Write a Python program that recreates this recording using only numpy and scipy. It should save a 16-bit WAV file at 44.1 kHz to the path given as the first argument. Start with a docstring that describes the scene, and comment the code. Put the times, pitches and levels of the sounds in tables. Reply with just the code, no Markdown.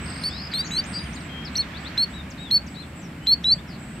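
"""A sandpiper on a gravel bank by a pool gives eight sharp, rising peeps; one cracks briefly into a higher register.
Each peep is three gliding harmonics with a short upward flick at its start and reflections from the bank.
Farther off, songbirds trill, slur and buzz as frequency-swept sines, and a high pulsed chirp repeats like an insect's.
Under them lie a low distant rumble, faint hums, hiss and a light breeze that eases halfway: coloured noise and sines."""
import sys
import numpy as np
from scipy import signal
from scipy.fft import rfft, irfft
from scipy.io import wavfile
from scipy.ndimage import map_coordinates

SR = 44100
rng = np.random.default_rng(int(sys.argv[2]) if len(sys.argv) > 2 else 0)


def master_out(mix):
    """Clip the mix to full scale and print it as 16-bit PCM to the path in sys.argv[1]."""
    frames = np.transpose(np.atleast_2d(mix))
    ceiling = np.clip(frames, -1, 1)
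    pcm = np.round(ceiling * 32767).astype(np.int16)
    wavfile.write(sys.argv[1], SR, pcm)


N = 176400  # length in samples: 4 s

# Noise colours, each scaled to rms 1 in use: pitch_hz, relative_level_db
RUMBLE_COLOUR = [(20, -21), (40, -17), (54, -7), (69, 4.5), (92, -5), (125, -4.5), (160, 2), (200, -2),
                 (270, -5.5), (340, -11), (450, -22), (900, -64)]
BREEZE_COLOUR = [(240, -26), (400, -4.5), (834, -3.5), (1630, 1), (2250, 0.5), (4630, -15.5), (6190, -22),
                 (7910, -31.5), (8930, -44), (12700, -45), (15500, -43)]
HISS_COLOUR = [(300, -4), (600, 6), (1000, 1), (2600, -2), (3600, -11), (5000, -15.5), (6500, -22),
               (7400, -13.5), (8200, -14.5), (9200, -24), (10500, -24), (13000, -22.5), (15500, -30.5)]
# Stereo width of the noises: pitch_hz, side_over_mid_db
AIR_WIDTH = [(300, -13), (600, -9), (1200, -3.5), (2400, -5), (4500, -1), (8000, 0.5), (13000, 1.5)]
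RUMBLE_WIDTH = [(150, -28), (350, -16)]
# Level of the breeze over time, before its waver: time_s, level_db
BREEZE_LEVEL = [(0, -40), (.4, -44), (.75, -41.5), (1.4, -44.5), (1.9, -41.5), (2.3, -49), (3.2, -53),
                (4, -50.5)]
# Swell added to the rumble's level: time_s, swell_db
RUMBLE_SWELL = [(0, 2.5), (.5, 0), (.85, 2), (1.3, 0.5), (2.5, -1.5), (3.4, -1), (4, 0.5)]
# Faint distant hums: pitch_hz, level_db
HUMS = [(549.1, -63.5), (1658, -63.5)]
RUMBLE_DB, HISS_DB = -36.5, -47.5
BREEZE_PAN_DB, HISS_PAN_DB = -4, 1  # left over right
TOP_HZ = 15700

# Diffuse reflections: decay by 60 dB, time to build up, level against the dry songs
AIR_T60_S, AIR_DELAY_S, SONG_AIR_DB = 0.16, 0.0098, -6.5

# High pulsed chirps: start_s
INSECT_STARTS = [.26, .57, 1.21, 1.51, 1.79, 2.09, 2.38, 2.67, 2.95, 3.22, 3.51, 3.779]
INSECT_LENGTH_S, INSECT_HZ, INSECT_PULSE_HZ, INSECT_DB = 0.09, 7750, 125, -51.5

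# Fast trill: start, first step, how much the step shortens by the last note, note length
TRILL_S, TRILL_STEP_S, TRILL_QUICKEN_S, TRILL_NOTE_S = 0.055, 0.0201, 0.0032, 0.018
# Top pitch, depth of fall and level at the first, middle and last note
TRILL_TOP_HZ, TRILL_FALL_HZ, TRILL_DB = [5330, 5300, 5130], [1480, 1400, 850], [-44, -40, -39.5]
TRILL_SCATTER_HZ, TRILL_SCATTER_DB, TRILL_PAN_DB = 35, 1.2, 4
TRILL_ARCH = 0.42  # share of a note spent rising, reached by the last note

# Wavering whistles: start_s, length_s, level_db, pitches_hz at even steps
WARBLES = [(0.565, 0.12, -41, [3200, 3620, 3810, 3880, 4130, 4550, 4470]),
           (2.125, 0.11, -45.5, [3340, 3850, 3860, 3820, 3690, 3600, 3470]),
           (2.382, .135, -44.5, [3590, 3774, 3830, 3740, 3510, 3364, 3350]),
           (2.753, 0.095, -44.5, [3400, 3860, 3930, 4090, 4190, 4030, 3440, 4150])]
# Release is the share of the whistle spent fading
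WARBLE_ATTACK_S, WARBLE_RELEASE, WARBLE_PAN_DB = 0.02, 0.38, 8.5

# Songbird notes: start_s, length_s, first_hz, middle_hz, last_hz, level_db, buzz_depth_hz, left_over_right_db
SONG_NOTES = [(0, 0.13, 7630, 8210, 7980, -46.5, 60, 1), (0.082, .13, 8020, 8120, 8500, -48.5, 60, 1),
              (0.207, 0.034, 8800, 9200, 8900, -50.5, 150, 0),
              (0.289, 0.14, 3260, 3910, 4680, -44.5, 0, 8.5), (0.511, 0.033, 4620, 4440, 4230, -40, 304, 4),
              (0.538, 0.026, 3700, 3720, 3480, -38, 2, 14), (0.641, 0.044, 7020, 6240, 5160, -46.5, 1, 14),
              (0.654, 0.13, 6660, 6650, 6050, -46.5, 170, 6), (.772, 0.022, 3530, 3000, 2800, -43.5, 0, 18),
              (0.794, 0.025, 4180, 3840, 3700, -49, 1, 6), (.839, 0.0064, 4900, 5800, 6600, -44, 0, 9),
              (0.845, 0.029, 6600, 7000, 7560, -54, -2, 16), (0.849, 0.28, 9100, 9180, 8580, -55.5, 325, 5),
              (0.854, 0.14, 8600, 8050, 8000, -47.5, 52, 1), (1.051, .2, 9000, 8510, 8700, -56, 260, 2),
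              (.998, 0.031, 4773, 4790, 4820, -42, 0, 0), (1.055, 0.021, 3360, 3110, 2870, -49.5, -10, 16),
              (0.983, 0.02, 4370, 3900, 3860, -46, 0, 10), (1.039, 0.0064, 7460, 5770, 4700, -50, 0, 8),
              (1.125, 0.039, 5170, 6600, 7560, -52.5, 3, 15), (1.157, 0.026, 5340, 4100, 3800, -45.5, 7, 9),
              (1.204, 0.016, 5820, 4670, 3600, -47.5, 0, 4), (1.28, 0.19, 3240, 3183, 3280, -50, 45, 20),
              (1.446, 0.043, 5620, 4600, 3680, -41, 124, 6), (1.602, 0.039, 4210, 3860, 3170, -44, 0, 12),
              (1.738, 0.05, 3350, 3800, 4900, -43.5, 2, 9), (1.845, 0.042, 3300, 3850, 4740, -40.5, 0, 10),
              (2.299, 0.031, 8160, 5560, 4300, -49, 0, 9), (2.375, 0.014, 3540, 4100, 4500, -50, 5, 8),
              (2.663, 0.031, 7370, 5270, 4500, -51, 0, 7), (2.741, 0.024, 3400, 4260, 4330, -50, 0, 8),
              (2.79, 0.13, 8300, 8100, 7960, -62.5, 220, 3),
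              (2.949, 0.076, 8770, 7650, 7440, -57.5, 220, 3),
              (3.014, 0.061, 6370, 5760, 5300, -55, 156, 5), (3.202, 0.13, 2980, 3107, 3440, -52.5, 50, 8),
              (3.426, 0.068, 6150, 5370, 4700, -52.5, 301, 6),
              (3.577, 0.027, 3200, 3500, 3750, -49.5, 11, 11), (3.671, .1, 5770, 4590, 4180, -51.5, 320, 5),
              (3.786, 0.27, 7750, 8000, 8060, -56.5, 263, 1)]
BUZZ_HZ, BUZZ_UNEVEN, BUZZ_ROUGH = 182, 0.11, 0.28  # vibrato rate, scatter of its rate, roughness per depth
SONG_EDGE = 0.24  # share of a note spent fading in, and out

# A swelling buzz that tightens into a whistle
ZEE_S, ZEE_LENGTH_S, ZEE_FROM_HZ, ZEE_TO_HZ, ZEE_DB = 0.918, 0.083, 4660, 4810, -31.5
ZEE_BUZZ_HZ, ZEE_UNEVEN, ZEE_DEPTH_HZ, ZEE_SETTLE_S = 322, 0.06, 900, 0.023  # uneven: scatter of the rate

# Sandpiper peeps, pitch before scoop and droop:
# start_s, length_s, crest_time_s, open_hz, crest_hz, open_db, crest_db, second_harmonic_db,
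# third_harmonic_db, flick_db
PEEPS = [(.237, .058, 0.036, 4400, 4586, -27.5, -26.5, -42, -55, -43),
         (0.537, 0.084, 0.07, 4080, 4776, -28.5, -22, -44, -52, -35),
         (0.711, 0.099, 0.082, 3860, 4690, -33.5, -20, -45, -58, -36.5),
         (1.555, .068, 0.054, 4140, 4390, -25, -20, -47, -59, -41),
         (1.977, 0.073, 0.057, 4140, 4453, -21, -17.5, -47.5, -54, -38.5),
         (2.511, 0.074, 0.048, 4240, 4480, -19, -15, -48, -48, -39.5),
         (3.27, 0.077, 0.064, 4100, 4464, -19, -12, -56, -47, -40.5),
         (3.443, 0.1, .09, 3840, 4630, -23.5, -11, -53, -61, -42)]
# Balance of the three harmonics: left_over_right_db
PEEP_PAN_DB = [0.2, -2.2, -3]
CREST_S, PITCH_RAMP, LEVEL_RAMP = 0.019, 0.46, 0.73  # crest width; shares of the rise made as a steady climb
SCOOP_HZ, SCOOP_S = 480, 0.0023  # each peep slides up from below
DROOP_HZ, DROOP_S = 230, 0.0036  # and hooks down as it ends
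ATTACK_S, RELEASE_S = 0.001162, 0.016
JITTER, SHIMMER_DB, OVERTONE_SHIMMER_DB = 0.0017, 1, 1.5  # jitter is a share of the pitch
STEADY_ABOVE_DB, WAVER_PER_DB = -20, 0.16  # a softer voice wavers more
# Upward flick as the voice starts; its overtone is relative to the peep's opening level
FLICK_S, FLICK_FROM_HZ, FLICK_TO_HZ = 0.009, 1650, 3530
FLICK_ROUGH, FLICK_OVERTONE_DB = 0.1, -18
# Jump of register: its two harmonics, and the time to change over
CRACK_S, CRACK_LENGTH_S, CRACK_HZ, CRACK_SAG_HZ = 1.567, 0.015, 5920, 150
CRACK_DB, CRACK_EDGE_S = [-26, -47], 0.0016
STRAIN_HZ, STRAIN_S = 450, 0.006  # the pitch strains upward towards the jump
BANK_ECHO_S, BANK_ECHO_DB, PEEP_AIR_DB = 0.012, -23.5, -22
RIGHT_LAG_S = 1.7e-5  # the near bird reaches the right microphone a little later


def undb(db):
    """Decibels to gain."""
    return 10 ** (np.asarray(db) / 20)


def pan(db):
    """Left and right gains from a left-over-right balance."""
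    return undb([[db / 2], [-db / 2]])


def curve(points, at):
    """Straight lines through the points."""
    return np.interp(at, *np.array(points, float).T)


def wander(hz, size):
    """Smooth chance with a spread near 1, drawn afresh hz times a second."""
    knots = rng.standard_normal(int(size * hz / SR) + 4)
    return map_coordinates(knots, [np.arange(size) * hz / SR], mode="mirror")


def ages(length):
    """Time since the start of a sound."""
    return np.arange(int(max(length, 0.002) * SR)) / SR


def gate(age, length, attack, release):
    """Rounded attack, hold, rounded release."""
    rise = np.sin(np.pi / 2 * np.clip(age / attack, 0, 1))
    fall = np.sin(np.pi / 2 * np.clip((length - age) / release, 0, 1))
    return rise * fall


def tone(hz):
    """A sine of rms 1 that follows a pitch."""
    return np.sqrt(2) * np.sin(2 * np.pi * np.cumsum(hz) / SR)


def add(out, start, sound, pan_db):
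    """Place a sound in time and between the ears."""
    i = int(np.clip(start * SR, 0, N))
    part = sound[:N - i]
    out[:, i:i + len(part)] += pan(pan_db) * part


def later(x, lag_s):
    """Delay by a fraction of a sample, as a phase slope across the spectrum."""
    hz = np.arange(N // 2 + 1) * SR / N
    return irfft(rfft(x) * np.exp(-2j * np.pi * hz * lag_s), N)


def noise(spectrum, width):
    """Stereo noise, its mid at rms 1, with the given colour and width."""
    log_hz = np.log(np.maximum(np.arange(N // 2 + 1) * SR / N, 1))
    gain, side_gain = (
        undb(curve([(np.log(hz), db) for hz, db in points], log_hz)) for points in (spectrum, width))
    white = rfft(rng.standard_normal((2, N)))
    mid, side = irfft(white * np.array([gain, gain * side_gain]), N)
    return (mid + np.array([side, -side])) / mid.std()


def scatter(x, wet_db):
    """Short diffuse reflections from gravel and banks: a decaying noise tail for each ear."""
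    age = ages(2 * AIR_T60_S)
    decay = np.exp(-np.log(1000) * age / AIR_T60_S)
    build_up = np.minimum(age / AIR_DELAY_S, 1)
    tail = rng.standard_normal((len(age), 2)).T * decay * build_up
    tail /= np.sqrt(np.sum(tail ** 2) / 2)  # unit energy per ear
    mono = x.mean(axis=0)[None]
    return undb(wet_db) * signal.fftconvolve(mono, tail, axes=1)[:, :N]


def open_air():
    """Low rumble with faint hums, breeze in the plants, and far hiss."""
    t = np.arange(N) / SR
    out = noise(RUMBLE_COLOUR, RUMBLE_WIDTH) * undb(RUMBLE_DB + curve(RUMBLE_SWELL, t))
    breeze_db = curve(BREEZE_LEVEL, t) + 0.5 * wander(8.64, N)
    out += noise(BREEZE_COLOUR, AIR_WIDTH) * undb(breeze_db) * pan(BREEZE_PAN_DB)
    out += noise(HISS_COLOUR, AIR_WIDTH) * undb(HISS_DB) * pan(HISS_PAN_DB)
    for hz, db in HUMS:
        out += undb(db) * tone(hz * (1 + 0.0029 * wander(6, N)))
    return out


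def insect():
    """A thin chirp at a nearly even pace: a wavering high sine chopped into fast pulses."""
    out, age = np.zeros((2, N)), ages(INSECT_LENGTH_S)
    for start in INSECT_STARTS:
        pulses = np.sin(np.pi * INSECT_PULSE_HZ * age) ** 2
        envelope = pulses * gate(age, INSECT_LENGTH_S, 0.033, 0.043)
        hz = INSECT_HZ + 110 * wander(980, len(age))
        add(out, start, undb(INSECT_DB) * envelope * tone(hz), 0)
    return out + scatter(out, SONG_AIR_DB)


def trill():
    """A run of short falling notes that quickens and grows shallower."""
    out, age, start = np.zeros((2, N)), ages(TRILL_NOTE_S), TRILL_S
    for along in np.linspace(0, 1, 23):
        top_hz, fall_hz, db = (
            np.interp(along, [0, 0.5, 1], v) for v in (TRILL_TOP_HZ, TRILL_FALL_HZ, TRILL_DB))
        arch = np.clip(TRILL_ARCH * along ** 2, 0, 0.5)
        pitch_chance, level_chance = rng.standard_normal(2)
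        from_top = np.abs((age / TRILL_NOTE_S - arch) / (1 - arch))
        hz = top_hz + TRILL_SCATTER_HZ * pitch_chance - fall_hz * from_top ** 1.58
        size = undb(db + TRILL_SCATTER_DB * level_chance) * gate(age, TRILL_NOTE_S, 0.0077, 0.0063)
        add(out, start, size * tone(hz), TRILL_PAN_DB)
        start += TRILL_STEP_S - TRILL_QUICKEN_S * along
    return out + scatter(out, SONG_AIR_DB)


def warbler():
    """Soft unbroken whistles from the left that bend smoothly through their pitches."""
    out = np.zeros((2, N))
    for start, length, db, pitches in WARBLES:
        age = ages(length)
        place = age / length * (len(pitches) - 1)
        hz = map_coordinates(np.array(pitches, float), [place], mode="nearest")
        envelope = gate(age, length, WARBLE_ATTACK_S, WARBLE_RELEASE * length)
        size = undb(db + wander(113, len(age))) * envelope
        add(out, start, size * tone(hz), WARBLE_PAN_DB)
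    return out + scatter(out, SONG_AIR_DB)


def tightening_buzz():
    """A swelling note whose wide, fast vibrato dies away to leave a whistle."""
    out, age = np.zeros((2, N)), ages(ZEE_LENGTH_S)
    glide_hz = ZEE_FROM_HZ + (ZEE_TO_HZ - ZEE_FROM_HZ) * age / ZEE_LENGTH_S
    rate_hz = ZEE_BUZZ_HZ * (1 + ZEE_UNEVEN * wander(ZEE_BUZZ_HZ, len(age)))
    vibrato = tone(rate_hz) / np.sqrt(2)
    hz = glide_hz + ZEE_DEPTH_HZ * np.exp(-age / ZEE_SETTLE_S) * vibrato
    envelope = gate(age, ZEE_LENGTH_S, 0.05, 0.0085) ** 2
    add(out, ZEE_S, undb(ZEE_DB) * envelope * tone(hz), pan_db=4.5)
    return out + scatter(out, SONG_AIR_DB)


def songbirds():
    """Distant notes gliding on a parabola of pitch, some buzzing with a fast vibrato."""
    out = np.zeros((2, N))
    for start, length, first_hz, middle_hz, last_hz, db, buzz_hz, pan_db in SONG_NOTES:
        age = ages(length)
        glide = np.polyfit([0, 0.5, 1], [first_hz, middle_hz, last_hz], 2)
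        vibrato = tone(BUZZ_HZ * (1 + BUZZ_UNEVEN * wander(80, len(age)))) / np.sqrt(2)
        buzz = vibrato + BUZZ_ROUGH * wander(900, len(age))
        hz = np.polyval(glide, age / length) + buzz_hz * buzz
        envelope = gate(age, length, SONG_EDGE * length, SONG_EDGE * length)
        size = undb(db + 0.86 * wander(113, len(age))) * envelope
        add(out, start, size * tone(hz), pan_db)
    return out + scatter(out, SONG_AIR_DB)


def crack_gate(age):
    """Opens while the voice sits in its higher register."""
    return gate(age, CRACK_LENGTH_S, CRACK_EDGE_S, CRACK_EDGE_S)


def add_crack(out):
    """The higher register: two harmonics sagging slightly in pitch."""
    age = ages(CRACK_LENGTH_S)
    hz = CRACK_HZ - CRACK_SAG_HZ * age / CRACK_LENGTH_S
    for k, db in enumerate(CRACK_DB):
        add(out, CRACK_S, undb(db) * crack_gate(age) * tone((k + 1) * hz), PEEP_PAN_DB[k])


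def add_flick(out, start, flick_db, open_db):
    """A rough, accelerating upward sweep with an overtone, ending as the peep's attack ends."""
    age = ages(FLICK_S)
    sweep_hz = FLICK_FROM_HZ * (FLICK_TO_HZ / FLICK_FROM_HZ) ** ((age / FLICK_S) ** 2)
    hz = sweep_hz * (1 + FLICK_ROUGH * wander(1580, len(age)))
    flick = undb(flick_db) * tone(hz) + undb(open_db + FLICK_OVERTONE_DB) * tone(2 * hz)
    add(out, start + ATTACK_S - FLICK_S, flick * gate(age, FLICK_S, FLICK_S / 2, ATTACK_S), 0)


def sandpiper():
    """Nearly pure whistles: a flick, a climb to a louder crest, a quick droop."""
    out = np.zeros((2, N))
    for (start, length, crest, open_hz, crest_hz, open_db, crest_db,
         second_db, third_db, flick_db) in PEEPS:
        age = ages(length)
        climb = np.minimum(age / crest, 1)
        hump = np.exp(-((age - crest) / CREST_S) ** 2)
        hz = open_hz + (crest_hz - open_hz) * (PITCH_RAMP * climb + (1 - PITCH_RAMP) * hump)
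        hz = hz - SCOOP_HZ * np.exp(-age / SCOOP_S) - DROOP_HZ * np.exp((age - length) / DROOP_S)
        since_crack = start + age - CRACK_S
        hz = hz + STRAIN_HZ * np.exp(-np.abs(since_crack) / STRAIN_S)
        hz = hz * (1 + JITTER * wander(700, len(age)))
        db = open_db + (crest_db - open_db) * (LEVEL_RAMP * climb + (1 - LEVEL_RAMP) * hump)
        # the normal register falls silent during the crack
        envelope = gate(age, length, ATTACK_S, RELEASE_S) * (1 - crack_gate(since_crack))
        shimmer_db = SHIMMER_DB + WAVER_PER_DB * np.maximum(STEADY_ABOVE_DB - db, 0)
        levels = [db + shimmer_db * wander(170, len(age)),
                  second_db + OVERTONE_SHIMMER_DB * wander(250, len(age)),
                  third_db + OVERTONE_SHIMMER_DB * wander(250, len(age))]
        for k, (level_db, pan_db) in enumerate(zip(levels, PEEP_PAN_DB)):
            add(out, start, envelope * undb(level_db) * tone((k + 1) * hz), pan_db)
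        add_flick(out, start, flick_db, open_db)
    add_crack(out)
    add(out, BANK_ECHO_S, undb(BANK_ECHO_DB) * out.mean(axis=0), 0)
    direct = np.array([out[0], later(out[1], RIGHT_LAG_S)])
    return direct + scatter(out, PEEP_AIR_DB)


def scene():
    """The near bird over its surroundings."""
    far_birds = trill() + warbler() + tightening_buzz() + songbirds()
    return open_air() + insect() + far_birds + sandpiper()


def record(dry):
    """The recorder cuts the top with a steep low-pass."""
    return signal.sosfilt(signal.ellip(10, 0.1, 80, TOP_HZ, fs=SR, output="sos"), dry)


dry = scene()
out = record(dry)
master_out(out)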